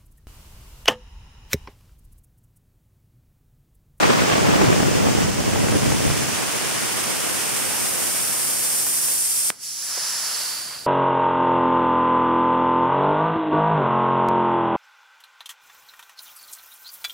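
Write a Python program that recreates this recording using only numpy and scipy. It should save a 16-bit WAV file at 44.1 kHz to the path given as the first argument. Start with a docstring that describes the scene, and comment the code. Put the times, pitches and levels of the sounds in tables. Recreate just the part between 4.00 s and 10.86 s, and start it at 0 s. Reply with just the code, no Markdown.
"""A rush of air from a bicycle tube valve, its pin held down by a tool, buffets a close microphone.
As the tube empties, the turbulent jet thins to a bright hiss in the narrow gap round the pin.
The tool ticks and slips, and the pin snaps shut with a sharp pressure pulse. Pressed again, it lets
the last air sigh out through a faint resonance of the valve bore, while the tool knocks once on
the rubber stem. A small, murmuring room adds a short reverberation."""
import sys
import numpy as np
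from scipy import signal
from scipy.fft import rfft, irfft, next_fast_len
from scipy.io import wavfile

SR = 44100
rng = np.random.default_rng(int(sys.argv[2]) if len(sys.argv) > 2 else 0)


def put_to_file(sound):
    """Save the sound as 16-bit audio at rate SR, in the file named by the first command-line argument."""
    columns = np.atleast_2d(sound).T  # one column per channel
    safe = np.clip(columns, -1, 1)
    whole_steps = np.round(safe * 32767)
    wavfile.write(sys.argv[1], SR, whole_steps.astype(np.int16))


N = 302658
TIME = np.arange(N) / SR
FFT_SIZE = next_fast_len(N, real=True)

# Noise spectra at the two microphone ports. Each row: frequency in Hz, relative spectral density in dB,
# left-right coherence, phase lead of the left in radians, level of left over right in dB.
ROOM_SPECTRUM = [(25, -26, .5, 0, 0), (70, -6, 0.36, 0, 0), (133, 1, 0.17, 0, -3), (250, -2, 0.15, 0, -2.5),
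                 (600, -5.5, 0.2, 0, 0), (2000, -16, .2, 0, -12), (12000, -23, .1, 0, -2)]   # the quiet room
HOLLOW_SPECTRUM = [(302, -9.5, 0.51, 0.031, 2), (605, -1.5, 0.99, 0.3, 0), (1110, 3.5, 0.96, -0.039, -1),
                   (1690, 5, 0.99, -0.0, -1), (2280, -0.5, 1, -0.2, 0), (2920, 1.8, 0.72, -0.4, -5.5),
                   (3630, -2.5, 0.51, -0.2, -2)]   # the hollow midrange of the weak leak
LEAK_SPECTRUM = [(3870, -11.5, 0.96, 0, -3), (4650, -5, 1, -0.5, -1), (5500, 1, 0.39, 2.5, -20),
                 (6160, -3.5, 0.36, 2, -8), (7000, -3.5, 0.53, 1.7, -2), (7600, -3.5, 0.72, 1.5, 3),
                 (8250, -4.5, 0.59, 1.8, 3), (8650, -8.5, 0.15, 6, 5), (9400, -4.5, 0.48, 5, 10),
                 (10400, -3, 0.89, 7, 2), (11030, -8.1, 0.71, 6.5, 2), (12000, -16, 0.44, 7, 5),
                 (13600, -12.6, 0.57, 5, 6), (14600, -16.8, 0.77, 6.2, 2), (15500, -18, 0.3, 9.0, 7)]   # its hiss at first
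LAST_AIR_SPECTRUM = [(3800, -6, 0.79, 0.1, -22), (5400, -3, 0.68, 0.3, -13), (6300, -6, 0.67, 0.7, 3),
                     (7200, -3, 0.7, 1.4, 5), (8100, -2, 0.68, 2.4, -2), (9000, -3.0, 0.7, 4.8, 1),
                     (10000, -2, 0.91, 4.3, -2), (11000, -3.8, 0.77, 4.1, -4),
                     (12200, -15.5, 0.42, 4.7, -9), (13000, -14.2, 0.8, 6.0, -2), (13900, -7, 0.78, 5.2, 0),
                     (15200, -21.0, 0.4, 5.8, 0)]   # its hiss as the pressure runs out
HISS_SPECTRUM = [(500, -24, 0.85, 1.5, -2), (4120, -15.5, 0.74, -1.5, -5), (4740, -10, 0.83, 0, -3.5),
                 (5500, -5.5, 0.28, 1.5, -11), (5980, -7, 0.15, -4, -3), (6670, -7, 0.42, -4.5, 12),
                 (7620, -1.7, 0.64, -2.5, -1), (9040, 0.5, 0.65, -0.9, -2.5), (10140, -2.5, 0.44, -1, 0),
                 (10700, -4.5, 0.63, -1.5, 1), (11260, -6.5, 0.61, -0.5, -7), (12200, -10.5, 0.74, -1.5, 4),
                 (13100, -6.5, 0.97, -1.7, -3.5), (14000, -12.6, 0.69, -1, 1), (15500, -17, 0.3, -3, 1)]   # the jet in the narrow pin gap
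RUSH_SPECTRUM = [(100, -7.5, 0.94, -0.68, -22), (350, -1.5, 0.95, 0.29, -11.5), (1400, 0, 0.63, 0.16, -2),
                 (3010, 0, 0.39, -0.17, -1), (3970, -5.5, 0.29, -0.28, -0.5),
                 (5260, -0.8, 0.036, -0.3, -1.5), (6540, -1.3, 0.13, 1.45, -2), (8300, -5, 0.23, -0.37, 1),
                 (10300, -9.5, 0.5, -0.66, 5), (12200, -19, 0.3, -1.9, 0), (14500, -13, 0.33, 1.2, 1),
                 (15600, -13, 0.41, -0.5, 5)]   # the jet at full pressure
# Turbulence on the ports. Each row: frequency in Hz, relative spectral density in dB, left-right
# correlation (negative where big eddies push the two sides in opposite senses).
DRAUGHT_SPECTRUM = [(25, -28, -0.88), (60, -8.5, -0.64), (128, -0.5, -0.59), (250, -5, -0.61),
                    (490, -9.5, -0.55), (1010, -18, -0.32), (1980, -26, -0.32), (4000, -40.5, 0.17)]
# Modes of the stem in the rim. Each row: frequency in Hz, relative level in dB, 60 dB decay in seconds.
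STEM_MODES = [(420, -2, 0.033), (530, 8, 0.024), (700, 1, 0.035), (980, 1, 0.028)]
# Contacts of the tool on the pin. Each row: start in seconds, peak level in dB.
TOOL_TICKS = [(4.868, -17), (5.085, -19)]
# Strong eddies that hit the microphone. Each row: start in seconds, relative peak level in dB.
STRONG_EDDIES = [(0.017, -28), (0.803, -12), (0.832, -4), (1.177, -18), (1.262, -17), (1.439, -12),
                 (1.559, -8), (1.686, -9), (1.725, -9), (1.92, -9.5), (2.005, -11), (2.102, -9)]
# Gusts on the microphone. Each row: time of the crest in seconds, length in seconds, rise in dB.
STREAM_GUSTS = [(0.558, 0.23, 3), (0.72, 0.12, 2.5), (1.07, 0.65, 2), (1.666, 0.23, 3), (1.867, 0.16, 2.5),
                (2.047, 0.089, 2.5)]
# Stages of the three parts of the leak. Each row: relative level in dB with the pin seated, cracked open
# and pressed, then the fade in dB over the first second of running out.
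LEAK_HISS_STAGES = (-48.5, -32, -28, 42)
LEAK_HOLLOW_STAGES = (-58, -53.5, -37, 37)
LEAK_RING_STAGES = (-54, -52, -32, 27)

SETTLE_S = 1.236   # the pin settles and narrows the gap
SLIP_S, SLIP_GLIDE_S = 5.17, 0.073   # the tool starts to slip
SHUT_S = 5.5028   # the pin snaps onto its seat
CUTOFF_HZ = 15750


def from_db(db):
    """Amplitude grows tenfold with every 20 dB."""
    return 10 ** (np.asarray(db) / 20)


def unit_rms(x):
    """Division by the root mean square gives unit power."""
    return x / np.sqrt(np.mean(x ** 2) + 1e-20)


def ramp(start_s, glide_s):
    """A linear transition from 0 to 1."""
    return np.clip((TIME - start_s) / glide_s, 0, 1)


def swell(crest_s, length_s, rise_db):
    """A half-sine rise and fall, in dB."""
    return rise_db * np.sin(np.pi * ramp(crest_s - length_s / 2, length_s))


def at_hz(spectrum, hz):
    """Interpolation of each column of a spectrum on a logarithmic frequency axis."""
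    points, *columns = np.transpose(spectrum)
    return [np.interp(np.log(hz + 1e-3), np.log(points), column) for column in columns]


def cut(x, hz, kind, order=2):
    """A Butterworth filter, maximally flat in its passband."""
    sections = signal.butter(order, np.clip(hz, 10, .45 * SR), kind, fs=SR, output="sos")
    return signal.sosfilt(sections, x + 1e-18)


def drift(rate_hz, step=20):
    """Low-passed noise gives a smooth random fluctuation of unit spread."""
    pole = np.exp(-2 * np.pi * rate_hz * step / SR)
    slow = signal.lfilter([1], [1, -2 * pole, pole * pole], rng.standard_normal(N // step + 2002))[2000:]
    return np.interp(np.arange(N) / step, np.arange(len(slow)), unit_rms(slow))


def resonate(x, hz, width_hz):
    """A two-pole resonance with unit gain at its peak."""
    radius = np.exp(-np.pi * width_hz / SR)
    feedback = [1, -2 * radius * np.cos(2 * np.pi * hz / SR), radius ** 2]
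    return signal.lfilter(np.array([1, 0, -1]) * (1 - radius ** 2) / 2, feedback, x)


def whistle(hz, width_hz):
    """Cavity resonance shapes turbulence into a broad, airy tone of unit power."""
    return unit_rms(resonate(resonate(rng.standard_normal(N), hz, width_hz), hz, 2 * width_hz))


def air_noise(spectrum, low_hz):
    """Partial coherence: the two ports share only part of a steady noise of unit power."""
    hz = np.arange(FFT_SIZE // 2 + 1) * SR / FFT_SIZE
    density_db, coherence, lead, pan_db = at_hz(spectrum, hz)
    coherence = np.clip(coherence, 0, .99)
    shared, own = rfft(rng.standard_normal((2, FFT_SIZE)))
    left = shared * np.exp(1j * lead) * from_db(pan_db / 2)
    right = (coherence * shared + np.sqrt(1 - coherence ** 2) * own) * from_db(-pan_db / 2)
    gain = from_db(density_db) * np.sqrt(2 / (from_db(pan_db) + from_db(-pan_db))) * (hz < CUTOFF_HZ)
    noise = irfft(np.array([left, right]) * gain, FFT_SIZE)[:, :N]
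    return unit_rms(cut(noise, low_hz, "high"))


def pops(events, low_hz, high_hz):
    """A band-limited impulse is a short pressure pulse with an undershoot; one sounds for each event."""
    impulses = np.zeros(N)
    for start_s, peak_db in events:
        impulses[round(start_s * SR)] = from_db(peak_db)
    pulse = cut(cut(signal.unit_impulse(SR // 20), high_hz, "low"), low_hz, "high")
    return signal.oaconvolve(impulses, pulse / np.abs(pulse).max())[:N]


def background(level_db=-50.5, gain_duck_db=-9.5, gain_recovery_s=0.63):
    """Low room murmur; the recorder's automatic gain ducks it at the snap, then recovers."""
    gain_db = gain_duck_db * (TIME > SHUT_S) * (1 - ramp(SHUT_S, gain_recovery_s))
    return from_db(level_db + gain_db) * air_noise(ROOM_SPECTRUM, low_hz=20)


def reverberation(x, t60_s=0.18, first_echo_s=0.0067, wall_cut_hz=17000):
    """Diffuse reflections in a small room decay exponentially, differently on each side."""
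    age = TIME[:SR // 2]
    tail = rng.standard_normal((2, len(age))) * from_db(-60 * age / t60_s) * (age > first_echo_s)
    tail = cut(tail, wall_cut_hz, "low", order=1)
    return signal.oaconvolve(x, unit_rms(tail) / np.sqrt(len(age)), axes=1)[:, :N]


def stem_knock(start_s=5.9745, gain_db=-30, rise_s=0.0019):
    """The shifting tool excites the heavily damped modes of the rubber stem."""
    age = np.maximum(TIME - start_s, 0)
    modes = sum(from_db(db - 60 * age / t60) * np.sin(2 * np.pi * hz * age) for hz, db, t60 in STEM_MODES)
    return from_db(gain_db) * modes * (1 - np.exp(-age / rise_s))


def tool_ticks():
    """Brief impacts of the tool on the pin radiate small, dry pulses."""
    return pops(TOOL_TICKS, low_hz=400, high_hz=2800)


def leak_level(seated_db, cracked_db, pressed_db, fade_db, run_out_s=6.4):
    """Flow follows opening and pressure: the level in dB rises in two steps, then dies away."""
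    cracked = ramp(start_s=5.578, glide_s=0.06)
    pressed = 1 - (1 - ramp(start_s=5.747, glide_s=0.32)) ** 2
    opening_db = (cracked_db - seated_db) * cracked + (pressed_db - cracked_db) * pressed
    return seated_db + opening_db - fade_db * np.maximum(TIME - run_out_s, 0) ** 1.41


def leak(hiss_gain_db=1.5, ring_gains_db=(-2, 0), last_air_s=(6.18, 6.56)):
    """Weak turbulence at the half-open pin hisses and excites a broad resonance of the valve bore."""
    spent = np.interp(TIME, last_air_s, [0, 1])
    early, late = np.sqrt(1 - spent), np.sqrt(spent)   # the colour changes as the pressure runs out
    hiss = early * air_noise(LEAK_SPECTRUM, low_hz=3500) + late * air_noise(LAST_AIR_SPECTRUM, low_hz=4000)
    hiss *= from_db(leak_level(*LEAK_HISS_STAGES) + hiss_gain_db)
    last_puff_db = swell(crest_s=6.74, length_s=.11, rise_db=5)
    hollow = unit_rms(cut(air_noise(HOLLOW_SPECTRUM, low_hz=380), 4100, "low", order=6))
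    hollow *= from_db(leak_level(*LEAK_HOLLOW_STAGES) + last_puff_db)
    # a slower stream damps the bore less: its ring narrows and sinks a little
    ring = early * whistle(hz=4950, width_hz=1150) + late * whistle(hz=4630, width_hz=520)
    ring *= from_db(leak_level(*LEAK_RING_STAGES))
    return hiss + hollow + np.outer(from_db(ring_gains_db), ring)


def snap(suction_lag_s=.0003, pan_db=.7):
    """Stopping a flow at once sends out a sharp pressure pulse, followed by a soft suction."""
    crack = pops([(SHUT_S, -5)], low_hz=840, high_hz=2720)
    suction = pops([(SHUT_S + suction_lag_s, -25)], low_hz=149, high_hz=480)
    return (crack - suction) * from_db([[-pan_db], [pan_db]])


def stream_level(full_db=-20.5, fall_db=18, away_db=-10, slip_db=-8, lull_s=0.26):
    """Wind noise, in dB, follows the pressure in the tube and the aim of the stream."""
    steady_db = full_db - fall_db * ramp(0, SHUT_S) ** 3.14
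    drawn_back = ramp(start_s=2.11, glide_s=0.35)   # the microphone draws back
    aim_db = away_db * drawn_back + slip_db * ramp(SLIP_S, SLIP_GLIDE_S)
    lull_db = swell(SETTLE_S + lull_s / 2, lull_s, rise_db=-2)   # swinging aside as the pin settles
    return steady_db + aim_db + lull_db + sum(swell(*gust) for gust in STREAM_GUSTS)


def stream_tilt(level_db, fast_tilt=4, slow_tilt=-0.64, grazing_tilt=4, slowing_s=0.79):
    """Spectral tilt in dB per octave: a direct stream dulls as it slows; a grazing one stays bright."""
    direct_tilt = slow_tilt + (fast_tilt - slow_tilt) * np.exp(-(TIME / slowing_s) ** 2)
    directness = np.interp(level_db, [-31, -23], [0, 1])
    return grazing_tilt + (direct_tilt - grazing_tilt) * directness


def pushes(per_s=95, spread_db=4.0, low_hz=115, high_hz=320):
    """Eddies arrive as a Poisson process; each presses on one port and sucks at the other."""
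    arrivals = rng.random(N) < per_s / SR
    hits = arrivals * from_db(spread_db * np.clip(rng.standard_normal(N), -1.5, 1.5))
    return unit_rms(cut(cut(hits, high_hz, "low"), low_hz, "high")) * [[1], [-1]]


def eddies(left_db=-1, right_db=-7):
    """The pressure of an eddy is local, so the strongest thud on one port more than on the other."""
    return from_db([[left_db], [right_db]]) * pops(STRONG_EDDIES, low_hz=109, high_hz=970)


def draught(lump_db=2.2, gust_db=0.6, band_flutter_db=1.5, push_db=-4.5):
    """Turbulent pressure sweeps over the ports, lumpier the more squarely the stream hits."""
    level_db = stream_level()
    tilt = stream_tilt(level_db)
    lumpiness = np.interp(level_db, [-36, -20], [.4, 1])
    shared_db = lump_db * drift(rate_hz=75) + gust_db * drift(rate_hz=13)
    edges_hz = 20 * 2 ** (np.arange(17) / 2)   # half-octave bands
    white = rng.standard_normal((2, 2, N))   # neighbouring bands get unrelated noise
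    wind, power = 0, 0
    for k, (low, high) in enumerate(zip(edges_hz, edges_hz[1:])):
        hz = np.sqrt(low * high)
        density_db, correlation = at_hz(DRAUGHT_SPECTRUM, hz)
        mid, side = cut(white[k % 2], [low, high], "band")
        band = np.sqrt(1 + correlation) * mid + np.sqrt(1 - correlation) * side * [[1], [-1]]
        flutter_db = lumpiness * (shared_db + band_flutter_db * drift(rate_hz=29))
        band = unit_rms(band * from_db(flutter_db))
        gain = from_db(density_db) * np.sqrt(high - low)
        wind += gain * from_db(tilt * np.log2(hz / 200)) * band
        power += gain ** 2
    big_eddies = from_db(push_db + 0.5 * np.maximum(tilt, 0)) * pushes()   # felt one by one
    return from_db(level_db) * (wind / np.sqrt(power) + big_eddies)


def rush(full_db=-26, fall_db=17.5, settle_db=-2.5, recover_s=0.72, slip_db=-6):
    """Broadband jet noise depends on the driving pressure: it holds, then collapses as the tube empties."""
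    steady_db = full_db - fall_db * ramp(0, SHUT_S) ** 5.37
    dip_db = settle_db * (ramp(SETTLE_S, glide_s=0.034) - ramp(SETTLE_S, recover_s))
    level_db = steady_db + dip_db + slip_db * ramp(SLIP_S, SLIP_GLIDE_S)
    air = from_db(level_db) * air_noise(RUSH_SPECTRUM, low_hz=91)
    shifted = ramp(start_s=1.5, glide_s=.25)   # one treble band sinks as the microphone shifts
    return air - .5 * shifted * resonate(air, hz=13800, width_hz=1500)


def gap_hiss(final_db=-20.5, rise_db=25, settle_db=7, build_s=0.39, sizzle_db=-34):
    """Turbulence in the narrow pin gap grows and levels off; the edge sizzles until the tool slips."""
    growth_db = -rise_db * (1 - ramp(0, SHUT_S)) ** 1.55 - settle_db * (1 - ramp(SETTLE_S, build_s))
    hiss = from_db(final_db + growth_db) * air_noise(HISS_SPECTRUM, low_hz=200)
    sizzle = from_db(sizzle_db + 1.9 * growth_db) * whistle(hz=14200, width_hz=950)
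    return hiss + (1 - ramp(SLIP_S, SLIP_GLIDE_S)) * sizzle


def jet(flutter_db=0.56):
    """A turbulent jet flutters in level; falling pressure trades its broad rush for hiss."""
    return (rush() + gap_hiss()) * from_db(flutter_db * drift(rate_hz=38))


def scene(seating_s=0.003, wet_db=-17.5, snap_wet_db=-11, boom_hz=650):
    """Superposition in the room: jet and draught until the pin shuts, the weak leak after it."""
    flowing = np.exp(-np.maximum(TIME - SHUT_S, 0) / seating_s)
    valve = flowing * jet() + (1 - flowing) * leak() + stem_knock() + tool_ticks()
    shut = snap()
    boom = cut(shut, boom_hz, "low", order=1)
    echoes = reverberation(from_db(wet_db) * valve + from_db(snap_wet_db) * boom)
    return valve + shut + echoes + flowing * draught() + eddies() + background()


def record(dry, ceiling=0.81):
    """Soft saturation rounds the strongest buffets; an elliptic low-pass cuts the top steeply."""
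    rounded = dry / (1 + (dry / ceiling) ** 4) ** (1 / 4)
    return signal.sosfilt(signal.ellip(12, .1, 80, CUTOFF_HZ, fs=SR, output="sos"), rounded)


dry = scene()
out = record(dry)
put_to_file(out)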